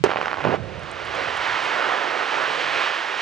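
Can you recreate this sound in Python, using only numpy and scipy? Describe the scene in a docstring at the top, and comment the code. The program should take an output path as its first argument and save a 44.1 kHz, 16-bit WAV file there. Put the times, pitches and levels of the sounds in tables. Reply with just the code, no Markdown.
"""Quarry blast

A quarry face is blasted across an open pit: one hard crack overloads the camera and echoes, then a ripple of delayed
charges ends in a dull cluster (pressure pulses with noise at the front) with a lumpy heave and venting gas (grains).
The ground booms in low bands of grains; the broken face pours down as dense random impacts, with bright ticks of
nearer stones. Two puffs of wind and a faint hiss lie beneath. The left capsule faces away."""
import sys
import numpy as np
from scipy import signal
from scipy.fft import rfft, irfft
from scipy.io import wavfile
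from scipy.ndimage import uniform_filter1d

SR = 44100
rng = np.random.default_rng(int(sys.argv[2]) if len(sys.argv) > 2 else 0)


def log_audio(samples):
    """Write samples as a 16-bit WAV file to the path given in sys.argv[1]."""
    # one column per channel
    frames = np.atleast_2d(samples).T
    # limit to full scale, then quantise
    limited = np.clip(frames, -1, 1)
    pcm = np.round(limited * 32767).astype(np.int16)
    wavfile.write(sys.argv[1], SR, pcm)


N = 141561
T_S = np.arange(N) / SR


def undb(db):
    """Amplitude factor from dB."""
    return 10 ** (np.asarray(db) / 20)


def curve(rows, order=1):
    """Gain along time from a dB column: -120 dB before the first row, last level held."""
    rows = np.array(rows)
    return undb(np.interp(T_S, rows[:, 0], rows[:, order], left=-120))


def colour(x, points, size=4096):
    """Causal minimum-phase filter through (frequency [Hz], gain [dB]) points, by folding the cepstrum."""
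    hz, db = np.array(points).T
    bins_hz = np.arange(size // 2 + 1) * SR / size
    log_gain = np.interp(np.log(bins_hz + 1), np.log(hz), db) * np.log(10) / 20
    cepstrum = irfft(log_gain)
    cepstrum[1:size // 2] *= 2
    cepstrum[size // 2 + 1:] = 0
    response = irfft(np.exp(rfft(cepstrum)))
    return signal.fftconvolve(x, response)[:N]


def band(x, hz, order=3):
    """Butterworth bandpass."""
    return signal.sosfilt(signal.butter(order, hz, "band", fs=SR, output="sos"), x)


def unit(x):
    """Scale to RMS 1."""
    return x / np.sqrt(np.mean(x ** 2))


def walk(rate_hz):
    """Noise smoothed twice over 1 / rate_hz; RMS 1."""
    k = int(SR / rate_hz)
    once = uniform_filter1d(rng.standard_normal(N), k)
    return unit(uniform_filter1d(once, k))


def grains(rate_per_s, spread_db):
    """Random impacts of either sign, exponentially spread in dB: a few much larger than the rest."""
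    chance = rng.random((3, N))
    hit = chance[0] < rate_per_s / SR
    sign = np.sign(chance[1] - .5)
    size = undb(-spread_db * np.log(1 - .995 * chance[2]))
    return hit * sign * size


def fade(t_s, t60_s):
    """Exponential decay, -60 dB at t60_s."""
    return np.exp(-np.log(1000) * t_s / t60_s)


def tail(t60_s, size):
    """Fading noise of energy 1."""
    h = rng.standard_normal(size) * fade(np.arange(size) / SR, t60_s)
    return h / np.sqrt(np.sum(h ** 2))


def add(out, s, wave):
    """Mix wave into out from time s."""
    i = int(s * SR)
    out[i:i + len(wave)] += wave[:N - i]


# response of the air path: (frequency [Hz], gain [dB])
AIR_RESPONSE = [(250, -1.5), (1500, 2.5), (3000, 0), (6000, -10), (8500, -18.5), (11000, -40.5),
                (20000, -88)]
HISS_DB = -51


def hiss():
    """Steady noise, independent per channel, coloured like the air path."""
    return undb(HISS_DB) * np.array([unit(colour(rng.standard_normal(N), AIR_RESPONSE)) for _ in range(2)])


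# wind puffs: (centre time [s], peak level [dB], Gaussian 1/e half-length [s])
WIND_PUFFS = [(2.402, -42, .05), (2.73, -40, 0.13)]
PUFF_HZ = [60, 190]


def wind():
    """Low buffeting: band-limited grains under short Gaussian puffs."""
    puffs = sum(undb(db) * np.exp(-((T_S - s) / length_s) ** 2) for s, db, length_s in WIND_PUFFS)
    return puffs * unit(band(grains(270, 2.), PUFF_HZ, order=2))


# ground boom before the air path: (time [s], deep level [dB], upper level [dB])
BOOM_LEVELS = [(0, -43, -27.5), (.07, -53, -38.5), (.4, -39, -51), (.47, -49, -19), (.54, -46, -33),
               (.58, -39, -28), (.8, -35, -37.5), (.95, -37, -42), (1.5, -44, -45.5), (2.1, -74, -54),
               (3.2, -65, -58.5)]
DEEP_HZ, UPPER_HZ = [51, 95], [95, 178]


def boom():
    """Ground rumble: two low bands of grains, each with its own level curve."""
    deep, upper = (unit(band(grains(600, 2.5), hz, order=2)) for hz in (DEEP_HZ, UPPER_HZ))
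    return curve(BOOM_LEVELS, order=1) * deep + curve(BOOM_LEVELS, order=2) * upper


# gas and grit from the holes, before flicker and air path: (time [s], level [dB])
VENTING_LEVELS = [(.04, -20.5), (.1, -28.5), (.3, -28), (.36, -32), (.43, -28.5), (.555, -29), (.58, -39.5),
                  (.75, -49.5)]
# venting spectrum: (frequency [Hz], relative density [dB per Hz])
VENTING_SPECTRUM = [(100, -39.5), (300, -0.5), (750, -3), (1600, -5), (3000, -13), (4700, -18),
                    (19000, -33)]
VENTING_FLICKER_DB, VENTING_FLICKER_HZ = 2, 150


def venting():
    """Crackling gas: coloured grains with fast level flicker."""
    flicker = undb(VENTING_FLICKER_DB * walk(VENTING_FLICKER_HZ))
    return curve(VENTING_LEVELS) * flicker * unit(colour(grains(6000, 1.5), VENTING_SPECTRUM))


# rockfall before flicker and air path:
# (time [s], small rock level [dB], boulder level [dB], treble level [dB])
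ROCKFALL_LEVELS = [(.56, -48.5, -34.5, -47), (.7, -42.5, -33.5, -41), (.85, -37, -34, -38.5),
                   (1.05, -33.5, -37.5, -34), (1.2, -28, -28, -27.5), (1.35, -27.5, -32, -26),
                   (1.5, -22.5, -32, -24), (1.85, -23.5, -28.5, -26.5), (2.25, -24, -28.5, -26.5),
                   (2.43, -23.5, -30.5, -26), (2.6, -25.5, -29, -23.5), (2.84, -25, -33.5, -24),
                   (3.03, -28.5, -36.5, -29), (3.2, -27.5, -34.5, -26)]
THUD_HZ, THUD_DB = [111, 286], -19.5  # level relative to the boulder column


def thuds():
    """Weight of landing boulders: low grains following the boulder level."""
    return undb(THUD_DB) * curve(ROCKFALL_LEVELS, order=2) * unit(band(grains(600, 2.5), THUD_HZ))


# grit spectrum: (frequency [Hz], relative density [dB per Hz])
GRIT_SPECTRUM = [(900, -36), (1800, 0.5), (3000, -1.5), (4700, -6), (8600, -13)]
ROCK_HZ, BOULDER_HZ = [615, 1667], [321, 670]
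ROCK_PER_S, BOULDERS_PER_S, GRIT_PER_S, HIT_SPREAD_DB = 5400, 2250, 18000, 1.62
SURGE_HZ, FLICKER_HZ, FLICKER_DB = 4.4, 24.4, .7


def rockfall():
    """Dense impacts in three sizes, surging together and flickering alone."""
    surge = walk(SURGE_HZ)

    def pour(hits, order):
        """Level curve, shared surge and own flicker."""
        flicker = undb(FLICKER_DB * (surge + 0.98 * walk(FLICKER_HZ)))
        return curve(ROCKFALL_LEVELS, order) * flicker * unit(hits)

    rock = band(grains(ROCK_PER_S, HIT_SPREAD_DB), ROCK_HZ, order=2)
    boulders = band(grains(BOULDERS_PER_S, HIT_SPREAD_DB), BOULDER_HZ, order=2)
    grit = colour(grains(GRIT_PER_S, HIT_SPREAD_DB), GRIT_SPECTRUM)
    return pour(rock, order=1) + pour(boulders, order=2) + pour(grit, order=3)


SLIDE_S, SLIDE_DB, SLIDE_LENGTH_S = 2.8, -28.5, .17  # centre; peak before the air path; 1/e half-length
SLIDE_HZ, SLIDE_HITS_PER_S = [1500, 2900], 9000


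def slide():
    """Finer rubble: a late Gaussian swell of higher impacts."""
    swell = np.exp(-((T_S - SLIDE_S) / SLIDE_LENGTH_S) ** 2)
    return undb(SLIDE_DB) * swell * unit(band(grains(SLIDE_HITS_PER_S, HIT_SPREAD_DB), SLIDE_HZ, order=2))


# nearer stones: (time [s], peak before bandpass and channel gain [dB])
STONE_TICKS = [(0.7941, -37), (0.833, -35), (0.914, -26.5), (1.051, -31), (1.1518, -31), (1.371, -25),
               (1.6377, -24), (1.6504, -28), (2.4364, -32)]
STONE_HZ, STONE_T60_S = [6000, 9500], .014


def stones():
    """Short treble ticks: bandpassed bursts of fading noise."""
    out = np.zeros(N)
    for s, db in STONE_TICKS:
        tick = tail(STONE_T60_S, size=1500)
        add(out, s, undb(db) * tick / np.max(np.abs(tick)))
    return band(out, STONE_HZ, order=4)


# the main charges lift the face; level before the air path
HEAVE_S, HEAVE_END_S, HEAVE_DB, HEAVE_ATTACK_S, HEAVE_RELEASE_S = .445, 0.55, -21, 0.0057, 0.0086
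HEAVE_HZ = [129, 805]


def heave():
    """Dull, lumpy roar: gated grains scaled by energy."""
    attack = np.clip((T_S - HEAVE_S) / HEAVE_ATTACK_S, 0, 1)
    release = np.exp(-np.maximum(T_S - HEAVE_END_S, 0) / HEAVE_RELEASE_S)
    shape = attack * release
    lumps = shape * band(grains(2500, 2), HEAVE_HZ, order=2)
    return undb(HEAVE_DB) * lumps * np.sqrt(np.sum(shape ** 2) / np.sum(lumps ** 2))


# echoes of the first crack (first three rows), then delayed charges:
# (arrival time [s], swing level before scatter and air path [dB], pitch [Hz])
BLAST_PULSES = [(0.0521, -13, 626), (0.0622, -7, 430), (0.074, -13, 400), (0.094, -9.5, 614),
                (0.1052, -9, 1100), (0.1151, -10, 1230), (0.1178, -12, 820), (0.1225, -10.5, 940),
                (0.1357, -10.5, 865), (0.1452, -17, 1010), (0.1597, -7.5, 754), (0.1707, -8, 1190),
                (0.174, -16, 945), (0.1881, -12.5, 627), (0.202, -15, 705), (0.2139, -5.5, 1110),
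                (0.229, -12, 724), (0.2578, -11.5, 1500), (0.2589, -11, 1360), (0.2706, -10.5, 810),
                (0.2816, -9, 1140), (0.3, -26, 1310), (0.3149, -11, 1460), (0.3307, -9, 1020),
                (0.3422, -11.5, 1110), (0.372, -15.5, 920), (0.3839, -13.5, 840), (0.393, -21, 885),
                (0.4044, -14, 1100), (0.409, -12.5, 910), (0.4418, -10.5, 900), (0.4497, -9.5, 1060),
                (0.4527, -4, 486), (0.4614, -9, 425), (0.4696, -6.5, 400), (0.4742, -11, 980),
                (0.492, -6, 380), (0.5, -11.5, 370), (0.505, -21, 487), (0.5191, -11, 400),
                (0.5327, -14, 242), (0.5369, -12, 377), (0.5412, -5, 565), (0.5478, -14.5, 700)]
FIRST_S, FIRST_DB, FIRST_HZ, FIRST_T60_S = .039, 7, 400, 0.03  # level before scatter, air path and clipping
PULSE_CYCLES = 0.7  # Gaussian width of a pulse
SNAP_DB, SNAP_S, SNAP_HZ = -1, 0.00099, [1180, 3800]  # re swing, at 1 kHz pitch; 1/e decay
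SCATTER_DB, SCATTER_T60_S = -11, .04


def blast():
    """Pressure pulses with a snap of noise at the front, scattered by the ground and the face."""
    out, t = np.zeros(N), np.arange(2000) / SR
    crack = 0.21 * rng.standard_normal(2000) - np.sin(2 * np.pi * FIRST_HZ * t + 0.76)
    add(out, FIRST_S, undb(FIRST_DB) * fade(t, FIRST_T60_S) * crack)
    for s, db, hz in BLAST_PULSES:
        noise = rng.standard_normal(2000)
        polarity = np.sign(noise[-1])
        envelope = np.exp(-(hz * t / PULSE_CYCLES - .5) ** 2)
        swing = polarity * np.sin(2 * np.pi * hz * t) * envelope
        snap_gain = undb(SNAP_DB) * hz / 1000  # higher pulses snap harder
        snap = snap_gain * band(noise, SNAP_HZ, order=2) * np.exp(-t / SNAP_S)
        add(out, s - 0.37 / hz, undb(db) * (swing + snap))  # swing peaks near s
    scatter = signal.fftconvolve(out, tail(SCATTER_T60_S, size=8000))[:N]
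    return out + undb(SCATTER_DB) * scatter


LEFT_DB, LEFT_HZ, LEFT_CANCEL = -3.5, 1760, 0.9
LEFT_SCATTER_DB, LEFT_SCATTER_T60_S = -22, 0.082


def left_capsule(face):
    """Capsule facing away: weaker, bass largely cancelled, plus its own scattered share."""
    bass = signal.lfilter(*signal.butter(1, LEFT_HZ, fs=SR), face)
    away = face - LEFT_CANCEL * bass
    spread = signal.fftconvolve(face, tail(LEFT_SCATTER_T60_S, size=6000))[:N]
    return undb(LEFT_DB) * away + undb(LEFT_SCATTER_DB) * spread


def scene():
    """Left and right: face through the air path, thuds, nearer stones, wind and hiss."""
    sources = boom() + venting() + rockfall() + slide() + heave() + blast()
    face = colour(sources, AIR_RESPONSE) + thuds()
    near = stones() * np.array([[.1], [1.5]]) + wind() * np.array([[-.7], [1]])  # wind: opposite signs
    return np.array([left_capsule(face), face]) + near + hiss()


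BASS_CUT_HZ, CLIP, TOP_HZ = 69, .61, 15000  # CLIP: amplitude


def record(dry):
    """The camera thins the deepest bass, clips hard and cuts the top."""
    thin = signal.sosfilt(signal.butter(2, BASS_CUT_HZ, "high", fs=SR, output="sos"), dry)
    clipped = np.clip(thin, -CLIP, CLIP)
    return signal.sosfilt(signal.ellip(8, .2, 70, TOP_HZ, fs=SR, output="sos"), clipped)


dry = scene()
out = record(dry)
log_audio(out)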